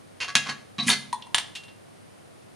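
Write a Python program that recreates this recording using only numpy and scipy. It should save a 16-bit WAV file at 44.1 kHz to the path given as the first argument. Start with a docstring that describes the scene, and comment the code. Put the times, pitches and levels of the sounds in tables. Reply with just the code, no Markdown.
"""In a quiet room, close by, a thin steel filter basket is pushed into a coffee filter holder's ring.
Each impact excites damped modes: the loose basket knocks and rings, and the holder thuds. Sliding
friction makes the steel chatter and, by stick-slip, squeak. The basket jams with a clang, its floor
flexes with a hollow pop, and it snaps home with dry clicks. The room reverberates and hums faintly."""
import sys
import numpy as np
from scipy import signal
from scipy.fft import rfft, irfft
from scipy.io import wavfile
from scipy.ndimage import uniform_filter1d, minimum_filter1d

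SR = 44100
rng = np.random.default_rng(int(sys.argv[2]) if len(sys.argv) > 2 else 0)


def generate_wav(signal):
    """Clip the signal to [-1, 1] and save it as 16-bit WAV at the path in sys.argv[1]."""
    frames = np.transpose(np.atleast_2d(signal))
    scaled = np.clip(frames, -1, 1) * 32767
    pcm = np.round(scaled).astype(np.int16)
    wavfile.write(sys.argv[1], SR, pcm)


N = 112454
T = np.arange(SR * 3 // 4) / SR  # time axis of one event [s]
FILTER_HZ = np.fft.rfftfreq(4096, 1 / SR)

# normal modes of the basket: (frequency [Hz], level [dB], T60 [s])
BASKET_MODES = [(720, -3, 0.25), (1130, -1, 0.3), (1667, -2, 0.17), (2065, -15, 0.22), (2516, -2, 0.17),
                (2755, -2.5, 0.24), (3140, -13, 0.3), (4424, 6, 0.24), (9292, -5, 0.26), (9810, -3, 0.19)]
# spectrum of a loose contact: (frequency [Hz], relative level [dB])
LOOSE_SPECTRUM = [(50, -23), (220, -13.5), (700, -10), (1100, -2), (2300, 1), (4000, 1.5), (5500, -2),
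                  (7000, -4), (8000, -10.5), (9900, -7.5), (11500, -25), (15000, -34.5)]
CRACK_S, CLINK_RISE_S = 0.0022, 0.0013


def amp(db):
    """Amplitude ratio of a level in decibels."""
    return 10 ** (np.asarray(db) / 20)


def unit_rms(x):
    """Normalisation to an rms of 1."""
    return x / np.sqrt(np.mean(x ** 2) + 1e-20)


def curve(points, hz):
    """Interpolation on a logarithmic frequency axis."""
    point_hz, value = np.transpose(points)
    return np.interp(np.log(hz + 1), np.log(point_hz), value)


def add(mix, start_s, sound):
    """Superposition of a sound on the mix from a given time."""
    part = mix[round(start_s * SR):][:len(sound)]
    part += sound[:len(part)]


def tilt(hz, low_db, treble_db):
    """Shelving: the gain [dB] that a contact gives each end of the spectrum."""
    return curve([(1100, low_db), (3000, 0), (5200, 0), (9000, treble_db)], hz)


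def resonances(centres_hz, half_width_hz):
    """A sum of Lorentzian resonance curves, each of height 1."""
    return sum(1 / (1 + ((FILTER_HZ - hz) / half_width_hz) ** 2) for hz in centres_hz)


def colour(x, spectrum, low_db, treble_db, peaks_db=0):
    """Minimum-phase filtering, at unit energy, by a spectrum with shelves and resonance peaks."""
    db = curve(spectrum, FILTER_HZ) + peaks_db + tilt(FILTER_HZ, low_db, treble_db)
    log_gain = np.log(amp(np.r_[db, db[-2:0:-1]]))
    response = np.exp(np.conj(signal.hilbert(log_gain)))
    taps = np.fft.ifft(response).real[:len(FILTER_HZ)]
    return signal.fftconvolve(x, taps / np.linalg.norm(taps))[:len(x)]


def burst(envelope):
    """Spectral whitening makes a noise transient with a nearly flat spectrum."""
    x = envelope * rng.standard_normal(len(T))
    for _ in range(2):
        spectrum = rfft(x)
        x = irfft(spectrum / (abs(spectrum) + 1e-12), len(T)) * np.sqrt(envelope)
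    return x * np.linalg.norm(envelope) / np.linalg.norm(x)


def room_tone(hiss_db=-49.5, hum_db=-66.5, hum_hz=99, waver=0.12):
    """Ambient noise: partly coherent hiss, and a hum slowly modulated in amplitude and phase."""
    # spectrum of the hiss: (frequency [Hz], relative spectral density [dB])
    hiss_spectrum = [(60, -30), (110, -10), (230, -8.5), (720, -14.5), (880, -19), (8000, -36.5),
                     (9400, -29.5), (11500, -41.5), (15500, -52)]
    # likeness of the hiss at left and right: (frequency [Hz], correlation [-1 to 1])
    hiss_correlation = [(60, 0.32), (250, -0.83), (9000, 0.54)]
    hz = np.fft.rfftfreq(N, 1 / SR)
    left, independent = rfft(rng.standard_normal((2, N))) * amp(curve(hiss_spectrum, hz))
    correlation = np.clip(curve(hiss_correlation, hz), -1, 1)
    right = correlation * left + np.sqrt(1 - correlation ** 2) * independent
    hiss = unit_rms(irfft(np.array([left, right]), N))
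    swell, drift = unit_rms(irfft(rfft(rng.standard_normal((2, N))) * (hz < 6), N))
    phase = 2 * np.pi * hum_hz * np.arange(N) / SR + waver * drift
    hum = unit_rms((1 + waver * swell) * np.sin(phase))
    return amp(hiss_db) * hiss + amp(hum_db) * hum


def crack(width_s, body_db=-22.5, body_s=0.0038):
    """Impact noise: a half-Gaussian pulse and the exponential decay of the metal's dense modes."""
    return burst(np.exp(-(T / width_s) ** 2 / 2) + amp(body_db) * np.exp(-T / body_s))


def chatter(length_s, hits_per_s=1100, grain_s=0.0008, rise_s=0.0049, fade_s=0.0086):
    """Sliding friction of metal on metal: a Poisson train of tiny uneven impacts."""
    hits = (rng.random(len(T)) < hits_per_s / SR) * rng.choice([-1, 1], len(T))
    strength_db = 7 * rng.uniform(-0.83, 1, len(T))
    grain = burst(np.exp(-T / grain_s))
    scrape = unit_rms(signal.fftconvolve(hits * amp(strength_db), grain)[:len(T)])
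    return scrape * np.minimum(T / rise_s, 1) * np.exp(-np.maximum(T - length_s, 0) / fade_s)


def ring(modes, rise_s):
    """Free vibration: exponentially damped modes in random phase, with a short build-up."""
    tones = sum(amp(db - 60 * T / t60) * np.sin(2 * np.pi * (hz * T + rng.random()))
                for hz, db, t60 in modes)
    return tones * np.minimum(T / rise_s, 1)


def basket_ring(centre_hz, octaves):
    """Selective excitation: the point of contact favours the basket's modes near one frequency."""
    modes = [(hz, db - 10 * np.log10(1 + (np.log2(hz / centre_hz) / octaves) ** 4), t60)
             for hz, db, t60 in BASKET_MODES]
    return ring(modes, rise_s=0.01)


def knocks(jam_s=0.8823):
    """Impact excitation: the loose basket strikes, scrapes and jams; gives contact noise and tones."""
    # contacts with the ring: (time [s], crack [dB], chatter [dB], chatter length [s], low shelf [dB],
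    # treble shelf [dB], ringing [dB], ringing centre [Hz], thud [dB])
    contacts = [(0.203, -32, -33.5, 0.041, 2.5, -7.5, -26.5, 2400, -65),
                (0.281, -33.5, -37, 0.021, 8, -6, -29, 1400, -71),
                (0.353, -7.5, -33, 0.015, 0, -0.5, -15, 2000, -31),
                (0.459, -41, -34, 0.018, 12.5, -6, -36, 1700, -46),
                (0.487, -33, -27, 0.016, 9, -9, -25, 1600, -35),
                (0.783, -34.5, -35.5, 0.023, 4.5, -7.5, -29.5, 1000, -28.5),
                (0.824, -51, -39.5, 0.079, 6, -1, -49, 1200, -32),
                (0.864, -38, -30.5, 0.056, -4, 10, -65, 3300, -26.5),
                (0.8801, -21.5, -19, 0.0065, -17.5, 6.5, -33, 1700, -27),
                (0.892, -19.5, -25.5, 0.014, 14, 16.5, -25.5, 9500, -46),
                (0.9018, -16.5, -26.5, 0.034, -3, -4, -24.5, 5000, -31)]
    # short-lived resonances of the loose basket: (frequency [Hz])
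    loose_hz = [3260, 3860, 6090, 6670, 7300]
    # normal modes of the holder: (frequency [Hz], level [dB], T60 [s])
    holder_modes = [(141.7, -13, 0.28), (211, 1, 0.1), (235.3, -3, .14), (271, -5, 0.13)]
    # modes of the basket jammed against the ring's lip: (frequency [Hz], level [dB], T60 [s])
    jam_modes = [(1657, -22.5, 0.15), (2015, -15.5, 0.056), (2435, -16.5, 0.039)]
    noise, tones = np.zeros((2, N))
    basket_peaks_db = 7 * resonances([mode[0] for mode in BASKET_MODES], half_width_hz=38.2)
    loose_peaks_db = 6 * resonances(loose_hz, half_width_hz=82)
    for start_s, crack_db, chatter_db, length_s, low_db, treble_db, ring_db, hz, thud_db in contacts:
        strike = colour(crack(CRACK_S), LOOSE_SPECTRUM, low_db, treble_db, loose_peaks_db)
        scrape = colour(chatter(length_s), LOOSE_SPECTRUM, low_db, treble_db, basket_peaks_db)
        ringing = basket_ring(hz, octaves=0.32)
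        thud = ring(holder_modes, rise_s=0.006)
        add(noise, start_s, amp(crack_db) * strike + amp(chatter_db) * scrape)
        add(tones, start_s, amp(ring_db) * ringing + amp(thud_db) * thud)
    add(tones, jam_s, ring(jam_modes, CLINK_RISE_S))
    return np.array([noise, tones])


def rough_note(length_s, hz, rise_s, waver=0.024, fade_s=0.0022):
    """Random frequency modulation roughens a brief tone."""
    jitter = unit_rms(uniform_filter1d(rng.standard_normal(len(T)), size=40))
    pitch_hz = hz * (1 + waver * jitter)
    envelope = np.minimum(T / rise_s, 1) * np.exp(-np.maximum(T - length_s, 0) / fade_s)
    return envelope * np.sin(2 * np.pi * np.cumsum(pitch_hz) / SR)


def squeaks():
    """Stick-slip oscillation of the steel as the basket slides down the ring."""
    # spells of stick-slip: (time [s], length [s], frequency [Hz], level [dB])
    slips = [(0.782, 0.051, 3900, -34), (0.799, 0.0032, 3926, -19.5), (0.899, 0.0042, 3610, -15.5)]
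    out = np.zeros(N)
    for start_s, length_s, hz, db in slips:
        add(out, start_s, amp(db) * rough_note(length_s, hz, rise_s=0.00085))
    return out


def pops():
    """Flexure of the basket's floor excites its heavily damped modes, with a tick and a rim note."""
    # flexes of the floor: (time [s], level [dB])
    flexes = [(1.128, -11.5), (1.268, -33)]
    # normal modes of the floor: (frequency [Hz], level [dB], T60 [s])
    floor_modes = [(863, -6.5, 0.02), (979, -0.5, 0.032), (1908, -19.5, 0.03), (3446, -18, 0.031),
                   (4150, -20.5, 0.045)]
    out = np.zeros(N)
    for start_s, db in flexes:
        tick = amp(-20.5) * colour(crack(CRACK_S), LOOSE_SPECTRUM, low_db=0, treble_db=6)
        rim = amp(-23) * rim_note()
        add(out, start_s, amp(db) * (ring(floor_modes, rise_s=0.0035) + tick + rim))
    return out


def rim_note():
    """Resonance of the rim: a brief high note just after a pop or a snap."""
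    return rough_note(length_s=0.0055, hz=9040, rise_s=0.0031)


def snaps(clink_t60_s=0.04):
    """Impacts on the seated basket excite strongly damped modes; gives contact noise and tones."""
    # clicks as it snaps home and settles: (time [s], crack [dB], crack width [s], low shelf [dB],
    # treble shelf [dB], clink [dB], ringing [dB])
    clicks = [(1.222, -42, 0.0034, -25, -22, -39, -48), (1.3454, -13.5, 0.0021, 6, 1, -16, -55),
              (1.3817, -20.5, 0.0042, 4, 0, -26, -51), (1.552, -37, 0.019, -6.5, 0.5, -48, -33.5),
              (1.635, -50.5, 0.011, 1, 1, -57, -47), (1.681, -53.5, 0.015, 5.5, -13, -54, -48)]
    # spectrum of a seated contact: (frequency [Hz], relative level [dB])
    seated_spectrum = [(200, -17.5), (400, -24), (880, -3), (1350, -6), (1750, 0.5), (2300, -1), (3200, 5),
                       (4900, -3), (10300, -14.5), (15000, -37)]
    # short-lived modes of the seated basket: (frequency [Hz], level [dB])
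    seated_modes = [(930, -20.5), (1720, -4.5), (2820, -4), (3120, -4), (3365, -2), (3550, 0.5),
                    (4020, -5.5), (5620, -9), (7350, -4)]
    noise, tones = np.zeros((2, N))
    for start_s, crack_db, width_s, low_db, treble_db, clink_db, ring_db in clicks:
        click = colour(crack(width_s), seated_spectrum, low_db, treble_db)
        modes = [(hz, db + tilt(hz, low_db, treble_db), clink_t60_s) for hz, db in seated_modes]
        clink = ring(modes, CLINK_RISE_S)
        rim = amp(treble_db - 9.5) * rim_note()
        ringing = basket_ring(centre_hz=2780, octaves=0.09)
        add(noise, start_s, amp(crack_db) * (click + rim))
        add(tones, start_s, amp(clink_db) * clink + amp(ring_db) * ringing)
    return np.array([noise, tones])


def reverberation(x, delay_s=0.0028, early_db=-4, early_t60_s=0.13, early_per_s=2000, tail_db=-10):
    """Convolution with early reflections from the worktop and a diffuse tail that dies band by band."""
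    # reverberation time of the room: (frequency [Hz], T60 [s])
    room_t60 = [(120, 1), (1200, 0.46), (3000, 0.46), (8000, 0.4)]
    # stereo width of the reflections: (frequency [Hz], side gain [ratio])
    room_width = [(250, 1.07), (800, 0.47)]
    diffuse = rng.standard_normal((2, len(T))) * (T > delay_s)
    hz, t, bands = signal.stft(diffuse, SR, nperseg=256)
    decay = amp(-60 * t / curve(room_t60, hz)[:, None])
    tail = signal.istft(bands * decay, SR, nperseg=256)[1][:, :len(T)]
    polarity = rng.choice([-1, 1], diffuse.shape)
    arrivals = (rng.random(diffuse.shape) < early_per_s / SR) * (T > delay_s)
    early = polarity * arrivals * amp(-60 * T / early_t60_s)
    response = amp(tail_db) * tail / np.linalg.norm(tail[0])
    response += amp(early_db) * early / np.linalg.norm(early[0])
    mid, side = signal.fftconvolve(x[None], response, axes=1)[:, :N]
    side = irfft(rfft(side) * curve(room_width, np.fft.rfftfreq(N, 1 / SR)), N)
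    return np.array([mid + side, mid - side])


def scene(tone_send=0.66):
    """Superposition of the direct sound, its reverberation and the room's ambient noise."""
    noise, tones = knocks() + snaps()
    transients = noise + pops() + squeaks()
    return transients + tones + reverberation(transients + tone_send * tones) + room_tone()


def record(dry, ceiling=0.86, smooth_samples=45, cutoff_hz=15400):
    """Fast peak limiting, then low-pass filtering."""
    needed_gain = np.minimum(1, ceiling / (abs(dry).max(0) + 1e-9))
    gain = uniform_filter1d(minimum_filter1d(needed_gain, 2 * smooth_samples), smooth_samples)
    lowpass = signal.firwin(255, cutoff_hz, window=("kaiser", 9), fs=SR)
    return signal.oaconvolve(dry * gain, lowpass[None], "same")


dry = scene()
out = record(dry)
generate_wav(out)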